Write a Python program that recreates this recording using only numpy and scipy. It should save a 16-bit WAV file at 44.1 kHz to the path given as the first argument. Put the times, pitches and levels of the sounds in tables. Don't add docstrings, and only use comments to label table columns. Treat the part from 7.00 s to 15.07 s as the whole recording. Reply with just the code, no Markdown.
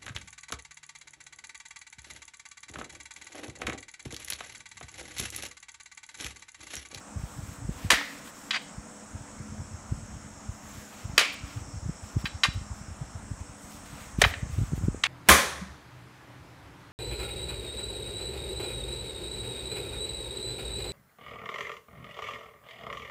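import sys
import numpy as np
from scipy import signal
from scipy.io import wavfile
from scipy.ndimage import uniform_filter1d

SR = 44100
rng = np.random.default_rng(int(sys.argv[2]) if len(sys.argv) > 2 else 0)


def bounce(signal):
    frames = np.transpose(np.atleast_2d(signal))
    limited = np.clip(frames, -1, 1)
    pcm = np.round(limited * 32767).astype(np.int16)
    wavfile.write(sys.argv[1], SR, pcm)


N = 355887
T = np.arange(N) / SR


def gain_of(db):
    return 10 ** (np.asarray(db) / 20)


def evened(x):
    return x / np.sqrt(np.mean(x ** 2) + 1e-20)


def read(points, hz):
    f, value = np.transpose(points)
    return np.interp(np.log(hz + 1), np.log(f + 1), value)


def add(mix, s, sound):
    part = mix[max(round(s * SR), 0):][:len(sound)]
    part += sound[:len(part)]


def coloured(x, gain_db):
    hz = abs(np.fft.fftfreq(4096, 1 / SR))
    log_gain = np.log(gain_of(np.maximum(gain_db(hz), -100)))
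    taps = np.fft.ifft(np.exp(np.conj(signal.hilbert(log_gain)))).real[:2048]
    return signal.oaconvolve(x, taps)[:len(x)]


def resonate(x, hz, width):
    turn = np.exp(2j * np.pi * hz * T)
    r = np.exp(-np.pi * width / SR)
    return 2 * (turn * signal.lfilter([1 - r], [1, -r], x / turn)).real


def wander(top_hz):
    t = T[::64]
    slow = np.zeros(len(t))
    for f in np.geomspace(top_hz / 20, top_hz, 24):
        slow += np.sin(2 * np.pi * (f * t + rng.random())) / np.sqrt(f)
    return np.interp(T, t, evened(slow))


def swell(length, rise, fall):
    t = T[:round(length * SR)]
    return np.sin(np.pi / 2 * np.clip(np.minimum(t / rise, (length - t) / fall), 0, 1)) ** 2


def dying(x, decays):
    hz, t, z = signal.stft(x, SR, nperseg=256)
    fade = gain_of(-60 * t / read(decays, hz)[:, None])
    tail = signal.istft(z * fade, SR, nperseg=256)[1][:len(x)]
    return tail / np.linalg.norm(tail)


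def kitchen():
    # pitch in Hz, relative level in dB per Hz.
    air_spectrum = [(30, -21.5), (70, -13.5), (130, -11), (206, -3), (300, -11.5), (420, -17.5), (620, -11),
                    (1340, -12.5), (2400, -22.5), (4050, -29.5), (9600, -34), (10900, -37), (12200, -42.5),
                    (16000, -45)]
    frames, hz = N // 256 + 5, np.fft.rfftfreq(1024, 1 / SR)
    a, b, patches = rng.standard_normal((frames, 513, 3)).T
    patches = uniform_filter1d(patches, 12, 0)
    patches = evened(uniform_filter1d(patches, 14, 1))
    z = (a + 1j * b) * gain_of(read(air_spectrum, hz)[:, None] + 1.3 * patches)
    air = signal.istft(z, nperseg=1024, noverlap=768)[1][:N]
    return gain_of(-49) * evened(air)


def insects():
    # centre in Hz, width of each of two resonances in Hz, relative level in dB.
    singers = [(5440, 580, -7), (5950, 520, -11), (6470, 560, -8), (6830, 360, -7.5), (7484, 570, -4.5),
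               (7980, 410, -6), (8640, 690, -9.5)]
    # time in seconds, tilt in dB an octave.
    balance = [(0, 2), (1, 0), (2, 1.5), (3, -1.5), (4, -2), (5.2, -7.5), (6.3, 0), (7, 4), (7.6, 2),
               (8.07, 1)]
    chorus_db = -54.5
    slope = np.interp(T, *np.transpose(balance))
    out = np.zeros(N)
    for hz, width, db in singers:
        tremble_db = 1.3 * wander(60) + 1.33 * wander(3.01)
        level = gain_of(chorus_db + db + slope * np.log2(hz / 7000) + tremble_db)
        hiss = resonate(resonate(rng.standard_normal(N), hz, width), hz, width)
        out += level * evened(hiss)
    return out


def fan():
    # pitch in Hz, width in Hz, relative level in dB.
    motor_tones = [(211.2, 8.5, -1), (283.5, 12.3, -11), (492, 4.9, -19), (598, 4.2, -24)]
    # time in seconds, level in dB, lift of the upper tones in dB.
    course = [(0, -52, 3), (1, -60, 19.5), (1.5, -52.5, 9), (2.5, -51, 6.5), (3.5, -51.5, 2), (4, -62, 13),
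              (4.6, -55.5, 9.5), (5.5, -57, 1), (6.6, -54, 6.5), (7.3, -57, 12.5), (8.07, -65, 7)]
    s, db, upper_db = np.transpose(course)
    level, upper = np.interp(T, s, db), np.interp(T, s, upper_db)
    out = np.zeros(N)
    for k, (hz, width, tone_db) in enumerate(motor_tones):
        gain = gain_of(level + tone_db + upper * (k > 0) + 1.23 * wander(2.7))
        drive = rng.standard_normal(N) + 0.03 * np.sin(2 * np.pi * hz * T)
        out += gain * evened(resonate(drive, hz, width))
    return out


def puffs():
    # middle in seconds, level in dB, pitch in Hz, length in cycles.
    strong = [(0.174, -26.5, 126, 1.1), (0.238, -22, 120, 0.99), (0.391, -26.5, 127, 1.3),
              (0.436, -30, 98, 1.7), (0.492, -28, 87, 1.2), (0.624, -32, 105, 2.9), (0.65, -28, 106, 1.7),
              (0.693, -18, 162, 1.3), (0.849, -21.5, 120, 0.8), (0.865, -24.5, 93, 1.9),
              (0.933, -21, 220, .9), (1.782, -27, 129, 0.96), (2.155, -25.5, 87, 1.3),
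              (2.212, -33, 114, 1.6), (2.407, -26.5, 114, 1.25), (2.523, -29, 100, 0.88),
              (2.602, -27, 98, 2), (2.621, -30, 119, 1.5), (2.745, -28.5, 80.5, 1.5),
              (2.923, -14, 99, 0.92), (2.981, -33, 134, 1.9), (3.033, -33, 89, 1.7), (3.168, -33, 109, 1.4),
              (3.263, -39, 137, 2.4), (3.494, -24.5, 91.5, 1.5), (3.781, -33.5, 100, 1.4),
              (4.054, -27.5, 103, 2.1), (4.097, -24, 99, 0.59), (4.137, -27, 134, 0.93),
              (4.438, -26.5, 92, 0.95), (4.574, -27, 108, 2.8), (4.617, -29, 81.5, 1.5),
              (4.742, -27, 96, 1.1), (4.761, -27, 88, .9), (4.778, -26, 74.5, 1.1), (4.83, -27, 71, 0.99),
              (4.862, -21, 98, 1.24), (4.895, -20.5, 160, 1.8), (5.039, -31.5, 91, 2),
              (5.169, -13, 104, 1.34), (5.244, -23, 156, 1.2), (5.353, -24.5, 77, 1.4),
              (5.487, -20.5, 119, 1.17), (5.561, -24.5, 84, 2.8), (5.573, -20, 77, 1.4),
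              (5.615, -25.5, 95, 0.75), (5.716, -26, 86, 1.8), (5.815, -30.5, 128, 1.05),
              (5.916, -33, 79, 3.1), (6.02, -25, 134, 2.3), (6.156, -27.5, 103, 1.3),
              (6.255, -34.5, 83, 1.7), (6.316, -22, 102, 1.06), (6.414, -29.5, 83, 1.9),
              (6.497, -34.5, 113, 1), (6.935, -30.5, 115, 1.3), (7.188, -15.5, 125, 0.78),
              (7.237, -16.5, 119, 0.66), (7.264, -18.5, 93, 1.7), (7.311, -31, 81, 3.2),
              (7.376, -31, 85, 1.9), (7.431, -20.5, 110, 1.2), (7.502, -28.5, 108, 1.3),
              (7.533, -25, 73, 2.3), (7.588, -14, 103.4, 1.7), (7.615, -17.5, 109, 1.5),
              (7.634, -21, 129.7, 1.5), (7.687, -34, 94, 3.2), (7.735, -14.5, 136, 1.17),
              (7.78, -25, 92, 0.97), (7.812, -26, 168, 0.98), (7.843, -27.5, 100, 1.6),
              (7.884, -12, 158, 1.2), (7.947, -23.5, 222, 0.59)]
    # time in seconds, level in dB.
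    draught = [(0.0, -76), (0.2, -36), (0.36, -49.5), (0.78, -44.5), (1.03, -101), (2.04, -59), (2.6, -46),
               (3.73, -52.5), (4.43, -54), (4.72, -44), (4.96, -53.5), (6.36, -45.5), (6.52, -51),
               (7.03, -49), (7.42, -46), (7.75, -26), (7.96, -43), (8.07, -52)]
    eddies_per_s = 60
    out = np.zeros(N)
    t = T[:4000] - T[2000]
    turns = rng.random((len(strong), 3))
    for (s, db, hz, cycles), (turn, edge_turn, heave_turn) in zip(strong, turns):
        push = np.cos(2 * np.pi * (hz * t + turn)) / np.cosh(4 * hz * t / cycles)
        edge = np.cos(2 * np.pi * (1.94 * hz * t + edge_turn)) / np.cosh(t / 0.0011)
        heave = np.cos(2 * np.pi * (55 * t + heave_turn)) / np.cosh(t / 0.013)
        edge = gain_of(-1.0 + 0.47 * db) * edge
        add(out, s - T[2000], gain_of(db) * (push + gain_of(-13.5) * heave + edge))
    s, db = np.transpose(draught)
    hits = rng.random(N) < eddies_per_s / SR
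    eddies = hits * rng.uniform(-1.24, 1, N) * gain_of(1.2 * wander(36))
    eddies = evened(resonate(resonate(eddies, 65, 113), 65, 113))
    out = out + gain_of(np.interp(T, s, db)) * eddies
    return signal.sosfilt(signal.butter(4, 38, "high", fs=SR, output="sos"), out)


def room(x):
    # pitch in Hz, time to lose 60 dB in seconds.
    echo_decay = [(300, 0.95), (1000, 0.45), (2500, 0.46), (5000, 0.53), (9000, 0.23), (16000, 0.32)]
    taps = np.zeros(SR)
    at = np.arange(200, SR - 20, 20)
    taps[at + rng.integers(0, 20, len(at))] = rng.choice([-1., 1.], len(at))
    return signal.fftconvolve(x, dying(taps, echo_decay))[:N]


def flesh():
    # start in seconds, length in seconds, fizz level in dB, crunch level in dB.
    strokes = [(.15, 0.19, -65, -61), (.22, 0.46, -58.5, -60), (0.6, 0.79, -56.5, -50.5),
               (1.046, 0.018, -58.5, -56), (1.12, .13, -84, -71), (1.23, 0.091, -55, -57),
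               (1.305, 0.27, -59, -58.5), (1.61, .03, -62, -70), (3.447, 0.37, -65, -68),
               (3.6, 0.54, -59, -60.5), (3.858, 0.43, -79, -54), (4.322, 0.03, -53, -49),
               (4.417, 0.24, -79, -52), (5.004, 0.18, -66, -57.5), (5.175, 0.059, -59, -55),
               (5.239, 0.05, -58, -50), (5.53, 0.027, -57, -51), (5.718, .12, -67, -63),
               (6.4, .016, -65, -61), (6.552, 0.29, -58.5, -61.5), (6.69, 0.13, -61, -61),
               (6.762, 0.44, -61, -53.5), (7.171, 0.17, -45.5, -40.5), (7.3, .14, -61, -71),
               (7.456, 0.29, -61, -55.5), (7.746, 0.051, -57, -56), (7.68, .24, -63, -62)]
    # pitch in Hz, relative level in dB per Hz.
    fizz_spectrum = [(600, -24), (1500, -9), (3000, -1), (6000, -1.5), (10000, -2), (13500, -3.5),
                     (16500, -5)]
    crunch_spectrum = [(400, -12), (1200, -0.5), (2500, -2), (4500, -8.5), (8000, -19)]
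    press_share, ease_share = 0.3, 0.35
    fizzing, crunching = np.zeros((2, N))
    for s, length, fizz_db, crunch_db in strokes:
        press = swell(length, press_share * length, ease_share * length)
        add(fizzing, s, gain_of(fizz_db) * press)
        add(crunching, s, gain_of(crunch_db) * press)
    burst_db = 2.94 * np.minimum(rng.exponential(1, (2, N)), 6)
    bursts = rng.standard_normal((2, N)) * gain_of(burst_db)
    clumps = gain_of(0.62 * wander(110) + 1.8 * wander(25))
    fizz = evened(coloured(bursts[0], lambda f: read(fizz_spectrum, f))) * fizzing
    crunch = evened(coloured(bursts[1], lambda f: read(crunch_spectrum, f))) * crunching
    return clumps * (fizz + crunch)


def contact(drive, hz, narrow_db):
    # pitch in Hz, relative level in dB per Hz.
    crack = [(150, -20), (400, 0), (900, -4), (1900, -3.5), (3200, -5.5), (5400, -9), (10000, -11.5),
             (16000, -23)]
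    direct = coloured(drive, lambda f: read(crack, f) - narrow_db * np.log2((f + 50) / hz) ** 2)
    return direct / np.linalg.norm(direct)


def tray_response(ring_db, clatter_db, favoured_hz):
    # nominal pitch in Hz, relative level in dB, t60 in seconds.
    modes = [(1150, 0.5, 0.053), (1598, -2, 0.11), (1850, 1, 0.1), (2080, -11, 0.16), (2100, -5.5, 0.11),
             (2440, -3.5, 0.15), (2600, 0.5, 0.096), (3100, 3.5, 0.1), (3406, 2.5, 0.11), (3920, 8.5, 0.11),
             (4720, -1, 0.07), (4740, 5, 0.12), (5460, 4, 0.0997), (6640, 7, 0.1), (7200, -27, .08),
             (7580, -25, 0.072)]
    # pitch in Hz, t60 in seconds.
    clatter_decay = [(400, 0.29), (1000, 0.39), (2300, 0.35), (5000, 0.49), (9000, 0.29), (16000, 0.32)]
    t = T[:SR // 2]
    ring = np.zeros(len(t))
    splits = rng.uniform(-0.74, 1, (len(modes), 4, 1))
    for (hz, db, t60), split in zip(modes, splits):
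        cluster = np.sin(2 * np.pi * hz * (1 + 0.018 * split) * t).sum(0)
        octaves_off = abs(np.log2(hz / favoured_hz))
        ring += gain_of(db - 1.6 * octaves_off - 60 * t / t60) * cluster

    def favour(f):
        return -np.minimum(5.3 * abs(np.log2((f + 50) / favoured_hz)), 7.0)

    clatter = coloured(rng.standard_normal(len(t)), favour)
    chatter = evened(uniform_filter1d(rng.standard_normal(len(t)), 200))
    clatter *= gain_of(0.81 * chatter)
    lasting = coloured(clatter, lambda f: -24 * abs(np.log2((f + 1) / favoured_hz)))
    lasting = lasting * gain_of(-60 * t * favoured_hz / 1500)
    clatter = dying(clatter, clatter_decay) * np.minimum(t / 0.011, 1)
    clatter = clatter + gain_of(-13) * lasting / np.linalg.norm(lasting)
    return gain_of(ring_db) * ring / np.linalg.norm(ring) + gain_of(clatter_db) * clatter


def blow(level_db, hz, narrow_db, t60, *body):
    t = T[:SR // 2]
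    rattle = rng.standard_normal(len(t)) * gain_of(-60 * t / t60) * np.minimum(t / 0.0037, 1)
    shove = contact(1. * (t == 0), hz, narrow_db)[:2048]
    ringing = signal.fftconvolve(shove, tray_response(*body))[:len(t)]
    sound = contact(rattle, hz, narrow_db) + ringing
    return gain_of(level_db) * sound * np.sqrt(t60 * SR / (2 * np.log(1000)))


def scrape(length, db):
    judder_hz, judder_db = 62, -2
    press = swell(length, rise=0.022, fall=0.015)
    press = press * gain_of(db + judder_db * np.cos(2 * np.pi * judder_hz * T[:len(press)]))
    slips = rng.standard_normal(SR // 4) * gain_of(2.4 * rng.exponential(1, SR // 4))
    slips = evened(slips)[:len(press)] * press
    rasp = contact(slips, 2270, 5.2) * np.linalg.norm(slips)
    return rasp, signal.fftconvolve(rasp, tray_response(-12.5, -30, 3300))


def tray():
    # start in seconds, level in dB, colour centre in Hz,
    # loss an octave off centre in dB, rattle t60 in seconds, ring level in dB, clatter level in dB,
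    # pitch in Hz favoured by where the tray is struck and held.
    blows = [(0.9032, -6.5, 2780, 1.5, 0.027, -10.5, -5.5, 1900),
             (.913, -15, 2270, 1.5, 0.13, -15, -26, 1890), (1.009, -26.5, 1150, 7, 0.038, -17, -26, 1150),
             (1.272, -41, 1900, 6, 0.039, -16, -14, 1850), (1.508, -21, 2680, 5, 0.032, -3, -9, 3100),
             (4.1788, -4, 2600, 1.5, 0.015, -8, -6, 2440), (4.19, -17, 3400, 3, 0.098, -18, -23, 2600),
             (4.208, -21, 1500, 1.5, 0.043, -28, -3, 2300), (5.256, -33.5, 2180, 5.5, 0.12, 1.5, -10, 3920),
             (5.4348, -17.5, 3060, 4, 0.1, -3, -21, 2720), (5.449, -20.5, 1430, 8, 0.04, -4, -29, 1400),
             (7.216, -5, 1630, 1.37, 0.027, -17.5, -17, 1950),
             (7.2387, -6, 2170, 10, 0.012, -12, -29, 2300),
             (7.2463, -11.5, 1520, 4.5, 0.027, -11, -28, 1880),
             (7.3363, -28.5, 2340, 15, 0.056, -23, -20, 2000),
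             (8.0361, -10.5, 2650, 4.5, 0.026, -20, -11, 2600),
             (8.049, -26.5, 2160, 4, 0.19, -29, -6, 2100)]
    # start in seconds, length in seconds, level in dB.
    scrape_row = (1.522, 0.06, -28)
    out = np.zeros(N)
    for s, *row in blows:
        add(out, s, blow(*row))
    s, length, db = scrape_row
    for sound in scrape(length, db):
        add(out, s, sound)
    return out


def scene():
    near = tray() + flesh()
    return (near + gain_of(-18) * room(near) + puffs() + kitchen() + insects() + fan())[None]


def record(dry):
    soft = 1.313 * np.tanh(dry / 1.453)
    low_pass = signal.firwin(511, 15780, window=("kaiser", 9), fs=SR)
    return signal.oaconvolve(soft, low_pass[None], "same")


dry = scene()
out = record(dry)
bounce(out)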